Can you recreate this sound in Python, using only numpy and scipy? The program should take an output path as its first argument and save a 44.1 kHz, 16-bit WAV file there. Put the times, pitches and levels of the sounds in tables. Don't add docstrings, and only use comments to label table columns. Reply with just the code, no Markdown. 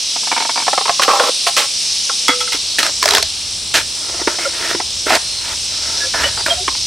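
import sys
import numpy as np
from scipy import signal
from scipy.io import wavfile
from scipy.ndimage import uniform_filter1d

SR = 44100
rng = np.random.default_rng(int(sys.argv[2]) if len(sys.argv) > 2 else 0)


def file_out(sig):
    cols = np.atleast_2d(sig).T
    lim = np.clip(cols, -1, 1)
    pcm = np.round(lim * 32767).astype(np.int16)
    wavfile.write(sys.argv[1], SR, pcm)


N = 302526

# [dB, ring peak]
CREAK_SLIPS = [(0.16, -16), (0.232, -24), (0.271, -16), (0.314, -7), (0.324, -9), (0.363, -10), (0.376, -8),
               (0.403, -8.5), (0.421, -12), (0.45, -12.5), (0.493, -10), (0.558, -13.5), (0.575, -9),
               (0.589, -19), (0.6, -14.5), (0.62, -16.5), (0.666, -14)]
# ratio [to the slip's pitch], level_db [dB], t60_s [s]
SLOT_RINGS = [(1, 0, .055), (.8, -5, .045), (.29, -14, .06), (2.47, -9, .09)]
CREAK_HZ, CREAK_SCATTER = 899, .01


def creaks():
    pitch_hz = CREAK_HZ * (1 + CREAK_SCATTER * rng.standard_normal(len(CREAK_SLIPS)))
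    slips = [(*row, hz) for row, hz in zip(CREAK_SLIPS, pitch_hz)]
    sound, _ = blows(slips, SLOT_RINGS, push_s=.0079, ring=.96, rise_s=.00072, thud_db=0)
    return sound


# start_s [s], level_db [dB, ring peak], ring_hz [Hz]
SPLIT_KNOCKS = [(0.679, -5, 720), (0.73, -7, 794), (0.777, -6.5, 735), (0.809, -14.5, 780),
                (0.855, -11.5, 916), (0.878, -11, 1045), (0.893, -3, 695), (0.995, -5, 1002),
                (1.019, -9.5, 1415), (1.079, -5.5, 470), (1.089, -6, 1112), (1.11, -8, 1056),
                (1.197, -4.5, 1396), (1.204, -7.5, 507), (1.236, -12.5, 490), (1.29, -13, 497),
                (1.471, -10.5, 1114), (2.095, -13, 1330), (2.29, -5.5, 279), (2.475, -20, 1310),
                (2.545, -22.5, 295), (2.89, -22.5, 564), (4.094, -24.5, 560), (4.142, -25.5, 680),
                (4.196, -21, 686), (4.214, -19, 316), (4.273, -10.5, 322), (4.273, -13, 1770),
                (4.276, -12, 894), (4.385, -19.5, 700), (4.747, -13.5, 308), (4.8, -12, 728),
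                (5.065, -14, 305), (5.103, -5.5, 723), (5.119, -8.5, 676), (6.142, -16, 652),
                (6.679, -9, 1040), (6.749, -22.5, 845)]
# ratio [to ring_hz], level_db [dB], t60_s [s]
OVERTONES = [(1, 0, .045), (2.47, -14, .045)]
KNOCK_TREBLE_DB = -10.5


def knocks():
    table = [(*row, KNOCK_TREBLE_DB) for row in SPLIT_KNOCKS]
    return blows(table, OVERTONES, push_s=.0055, ring=1, rise_s=.001, thud_db=-.5)


# [dB, relative to the ring]
FIBRE_CRACKS = [(1.033, -14, 1670, 13), (2.784, -10.5, 1670, 0), (2.829, -11.5, 1224, 9.5),
                (2.864, -16, 1230, 13), (3.027, -6.5, 1000, 5.5), (3.038, -14.5, 1690, 2),
                (3.056, -5.5, 603, 8.5), (3.078, -12.5, 1620, 4), (3.087, -12, 1110, 12.5),
                (3.107, -18, 980, 19), (3.12, -12, 680, 4), (3.135, -8.5, 900, 2.5),
                (3.149, -12.5, 1700, 19), (3.16, -10.5, 714, 8.5), (3.169, -10, 1500, 4),
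                (3.181, -10.5, 1030, 9.5), (3.226, -15.5, 650, 16), (5.152, -13, 570, 11),
                (6.463, -11, 1380, -4), (2.281, -16, 935, 16.5)]


def cracks():
    return blows(FIBRE_CRACKS, OVERTONES, push_s=.0023, ring=1, rise_s=.00044, thud_db=3.5)


BLUNT_TOP_HZ = 6000


def struck_bamboo():
    dull, dull_push = knocks()
    sharp, sharp_push = cracks()
    whole_pole = pole(undb(10) * dull_push + undb(11.5) * sharp_push)
    blunt = creaks() + dull + whole_pole + hollow(dull_push)
    return sharp + signal.sosfilt(signal.butter(2, BLUNT_TOP_HZ, fs=SR, output="sos"), blunt)


SPLINTER_HZ = (3200, 5300)
SPLINTER_WIDTH_HZ, SPLINTER_DB = 300, 9


def blows(table, overtones, push_s, ring, rise_s, thud_db):
    out, pushes = np.zeros(N + SR), np.zeros(N + SR)
    t = np.arange(SR // 8) / SR
    ratio, overtone_db, t60 = np.transpose(overtones)[:, :, None]
    settle = t + .0006 * (1 - np.exp(-t / .0015))
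    shape = np.exp(-t / push_s) * (1 - np.exp(-t / .0014))
    grits, picks = rng.standard_normal((len(table), len(t))), rng.random(len(table))
    for (start, level_db, hz, *treble_db), grit, pick in zip(table, grits, picks):
        push = grit * shape
        decay = undb(overtone_db - 60 * t / (ring * t60))
        tone = np.sum(decay * np.sin(2 * np.pi * hz * ratio * settle), 0) * (1 - np.exp(-t / rise_s))
        thud = band(push, hz * 1.2, hz * 1.4)
        sound = peak_one(tone) + undb(thud_db) * peak_one(thud)
        if treble_db:
            splinter_hz = np.interp(pick, [0, 1], SPLINTER_HZ)
            snap = bright(push) + undb(SPLINTER_DB) * band(push, splinter_hz, SPLINTER_WIDTH_HZ)
            sound = sound + undb(treble_db[0]) * peak_one(snap)
        i = int(start * SR)
        out[i:i + len(t)] += undb(level_db) * sound
        pushes[i:i + len(t)] += undb(level_db) * push
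    return out[:N], pushes[:N]


# [dB, relative to level_db]
FIBRE_RIPS = [(1.016, 0.065, -17, 730, 4.5), (1.076, 0.23, -14, 1080, -8.5), (1.465, 0.05, -17.5, 695, 5.5),
              (1.565, 0.11, -13, 810, 3), (2.28, 0.077, -13, 1345, -4.5), (2.403, 0.041, -20, 2160, 1.5),
              (2.52, 0.061, -24, 2270, 8.5), (2.787, 0.047, -18, 1840, 9), (2.827, 0.11, -23.5, 550, 5),
              (3.739, 0.095, -17, 1720, 9), (4.271, 0.13, -24.5, 600, -1), (4.39, 0.21, -29.5, 2150, 1),
              (6.136, 0.27, -23.5, 1760, -3), (6.371, 0.077, -26.5, 850, -8), (6.459, 0.15, -24.5, 558, 3)]
RIP_RISE_S, RIP_FALL = .003, 1.3
# [dB, relative to level_db]
BLADE_SCRAPES = [(1.111, 0.082, -24.5, 571, -5), (1.194, 0.11, -20, 477, -1.5), (3.012, 0.2, -22.5, 408, 2),
                 (3.944, 0.32, -33.5, 1440, -10), (4.529, 0.23, -28, 1880, 3.5),
                 (5.059, .12, -14, 1320, -2.5), (5.396, 0.16, -36, 950, 7), (5.676, 0.44, -33, 1300, -0.5),
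                 (6.199, 0.095, -27.5, 1900, 2)]
SCRAPE_TOP = .84


def tears():
    uneven = undb(1.8 * walk(130))
    slips = level(clicks(1300, 2) * uneven, 0)
    snaps = level(bright(clicks(5000, .25) * uneven), 0)
    grit, out, t = np.zeros(N), np.zeros(N), np.arange(N) / SR
    strokes = [(RIP_RISE_S, RIP_FALL, *row) for row in FIBRE_RIPS]
    strokes += [(SCRAPE_TOP * row[1], 1, *row) for row in BLADE_SCRAPES]
    for rise, fall, start, length, level_db, strip_hz, treble_db in strokes:
        on = slice(int(start * SR), int((start + length + .05) * SR))
        knee = [0, rise, length]
        onset = np.interp(t[on] - start, knee, [0, 1, 1]) ** .5
        fade = np.interp(t[on] - start, knee, [1, 1, 0]) ** fall
        swell = undb(level_db) * onset * fade
        drive = swell * slips[on]
        grit[on] += drive
        strip = band(band(drive, strip_hz, .16 * strip_hz), strip_hz, .16 * strip_hz)
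        strip = strip * np.sqrt(SR / strip_hz)
        out[on] += undb(3) * strip + undb(treble_db) * swell * snaps[on]
    return undb(12) * pole(grit) + undb(-9) * hollow(grit) + out


# [dB, roughly rms]
BLADE_SQUEAKS = [(4.45, 0.015, 1376, -21.5), (4.455, 0.028, 550, -22), (6.002, 0.062, 1695, -28.5),
                 (6.042, 0.048, 518, -33.5), (6.236, 0.029, 2956, -16), (6.252, 0.026, 564, -25),
                 (6.498, 0.03, 3200, -18), (6.505, 0.036, 687, -24.5), (6.565, 0.062, 718, -32.5),
                 (6.603, 0.04, 380, -34)]


def squeaks():
    return wavering_tones(BLADE_SQUEAKS)


def wavering_tones(table):
    out = np.zeros(N)
    waver, flutter = walk(60), walk(90)
    for start, length, hz, level_db in table:
        i, n = int(start * SR), int(length * SR)
        phase = 2 * np.pi * np.cumsum(hz * (1 + .008 * waver[i:i + n])) / SR
        swell = np.sin(np.pi * np.arange(n) / n) ** .7
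        out[i:i + n] += 2 * undb(level_db + 3 * flutter[i:i + n]) * swell * np.sin(phase)
    return out


# ring_hz [Hz], width_hz [Hz], level_db [dB]
POLE_RINGS = ([(550, 137, 2), (810, 30, 9), (1085, 120, 5), (1344, 25, 6)], [(495, 3.2, 15), (887, 42, 7),
              (1315, 19, 14), (2080, 85, 9.5), (3350, 40, 11.5)], [(345, 230, -0.5), (657, 95, 4),
              (918, 100, 3.5), (1370, 196, 5), (1980, 520, -0.5)])
SWAP_S = [2.2, 2.546]


def pole(x):
    piece = np.searchsorted(SWAP_S, np.arange(N) / SR)
    return np.choose(piece, [body(x, modes) for modes in POLE_RINGS])


HOLLOW = (340, 11, 29)
HOLLOW_S = (3.9, 4.79)


def hollow(x):
    t = np.arange(N) / SR
    return body(x * (t > HOLLOW_S[0]) * (t < HOLLOW_S[1]), [HOLLOW])


def bright(x):
    crisp = band(treble(x, 740), 2930, 3200)
    return signal.sosfilt(signal.butter(2, 11000, fs=SR, output="sos"), crisp)


# pitch_hz [Hz], width_hz [Hz], level_db [dB]
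LOW_CHORUS = [(2740, 1300, -4.5), (3560, 1370, -3), (4160, 960, -1), (5390, 1050, 3)]
HIGH_CHORUS = [(7760, 1000, 7), (8870, 900, 6), (9860, 490, -2)]


def chorus(modes, share, grain_db):
    grain = undb(grain_db * walk(900))
    out = 0
    for hz, width, level_db in modes:
        insects = band(band(wide(share) * grain, hz, 1.43 * width), hz, 1.43 * width)
        out = out + undb(level_db + 1.58 * walk(6.7)) * level(insects, 0)
    return level(treble(treble(out, 2160), 2160), 0)


# [dB, roughly rms]
FAR_CHIRPS = [(.515, 0.1, 4760, -28), (5.2, .3, 4230, -32.5), (6.33, .14, 4759, -30)]


def chirps():
    return wavering_tones(FAR_CHIRPS)


# [dB per Hz, relative]
LEAF_COLOUR = [(150, 1.5), (1500, -2.5), (11000, -25), (15000, -19)]
LEAVES_DB = -40


def leaves():
    colour_hz, density_db = np.transpose(LEAF_COLOUR)
    out = 0
    for hz in 150 * 2 ** np.arange(0, 6.8, .5):
        band_db = np.interp(np.log(hz), np.log(colour_hz), density_db)
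        out = out + undb(band_db + 1.5 * walk(8)) * band(wide(.09), hz, hz / 3)
    return level(out, LEAVES_DB)


def far_rumble():
    return level(band(band(wide(.0089), 71, 29), 46, 180) * undb(3 * walk(7.9)), 0)


def among_trunks(work):
    t = np.arange(SR // 4) / SR
    tail = treble(rng.standard_normal((2, len(t))), 630) * undb(-41.5 - 60 * t / .27)
    direct = work * undb(np.array([[-.8], [.8]]))
    return direct + signal.fftconvolve(work[None], tail, axes=1)[:, :N]


def undb(db):
    return 10 ** (np.asarray(db) / 20)


def level(x, db):
    return x * undb(db) / np.sqrt(np.mean(x ** 2))


def peak_one(x):
    return x / np.abs(x).max()


def band(x, hz, width):
    return signal.lfilter(*signal.iirpeak(hz, hz / width, fs=SR), x)


def body(x, modes):
    return sum((-1) ** k * undb(db) * band(x, hz, width) for k, (hz, width, db) in enumerate(modes))


def treble(x, hz):
    return signal.sosfilt(signal.butter(2, hz, "high", fs=SR, output="sos"), x)


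def walk(rate):
    k = int(SR / rate)
    steps = np.repeat(rng.standard_normal(N // k + 1), k)
    return 1.06 * uniform_filter1d(uniform_filter1d(steps, k), k)[:N]


def wide(share):
    mid, side = rng.standard_normal((2, N))
    return mid + share * side * np.array([[1], [-1]])


def clicks(rate, spread_db):
    when, size, sign = rng.random((3, N))
    x = (when < rate / SR) * undb(-spread_db * np.log(size + 1e-9)) * np.sign(sign - .5)
    return x / x.std()


# start_s [s], low_chorus_db [dB], high_chorus_db [dB], rumble_db [dB]
FOREST_LEVELS = [(0, -21, -29, -54), (.5, -18.5, -25.5, -56), (2.3, -18.5, -27, -51.5),
                 (2.9, -20, -29, -43), (3.5, -22.5, -30, -38), (3.9, -22.5, -29.5, -44),
                 (6.86, -20.5, -30, -37.5)]


def scene():
    start_s, *columns = np.transpose(FOREST_LEVELS)
    t = np.arange(N) / SR
    low, high, rumble = (undb(np.interp(t, start_s, column)) for column in columns)
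    work = treble(struck_bamboo() + tears() + squeaks(), 226)
    insects = low * chorus(LOW_CHORUS, .24, .51) + high * chorus(HIGH_CHORUS, .69, 1.9)
    return among_trunks(work) + insects + chirps() + rumble * far_rumble() + leaves()


FULL_SCALE, TOP_HZ = .9, 15950


def record(dry):
    rounded = dry / (1 + np.abs(dry / FULL_SCALE) ** 6) ** (1 / 6)
    return signal.sosfilt(signal.ellip(10, .2, 70, TOP_HZ, fs=SR, output="sos"), rounded)


dry = scene()
out = record(dry)
file_out(out)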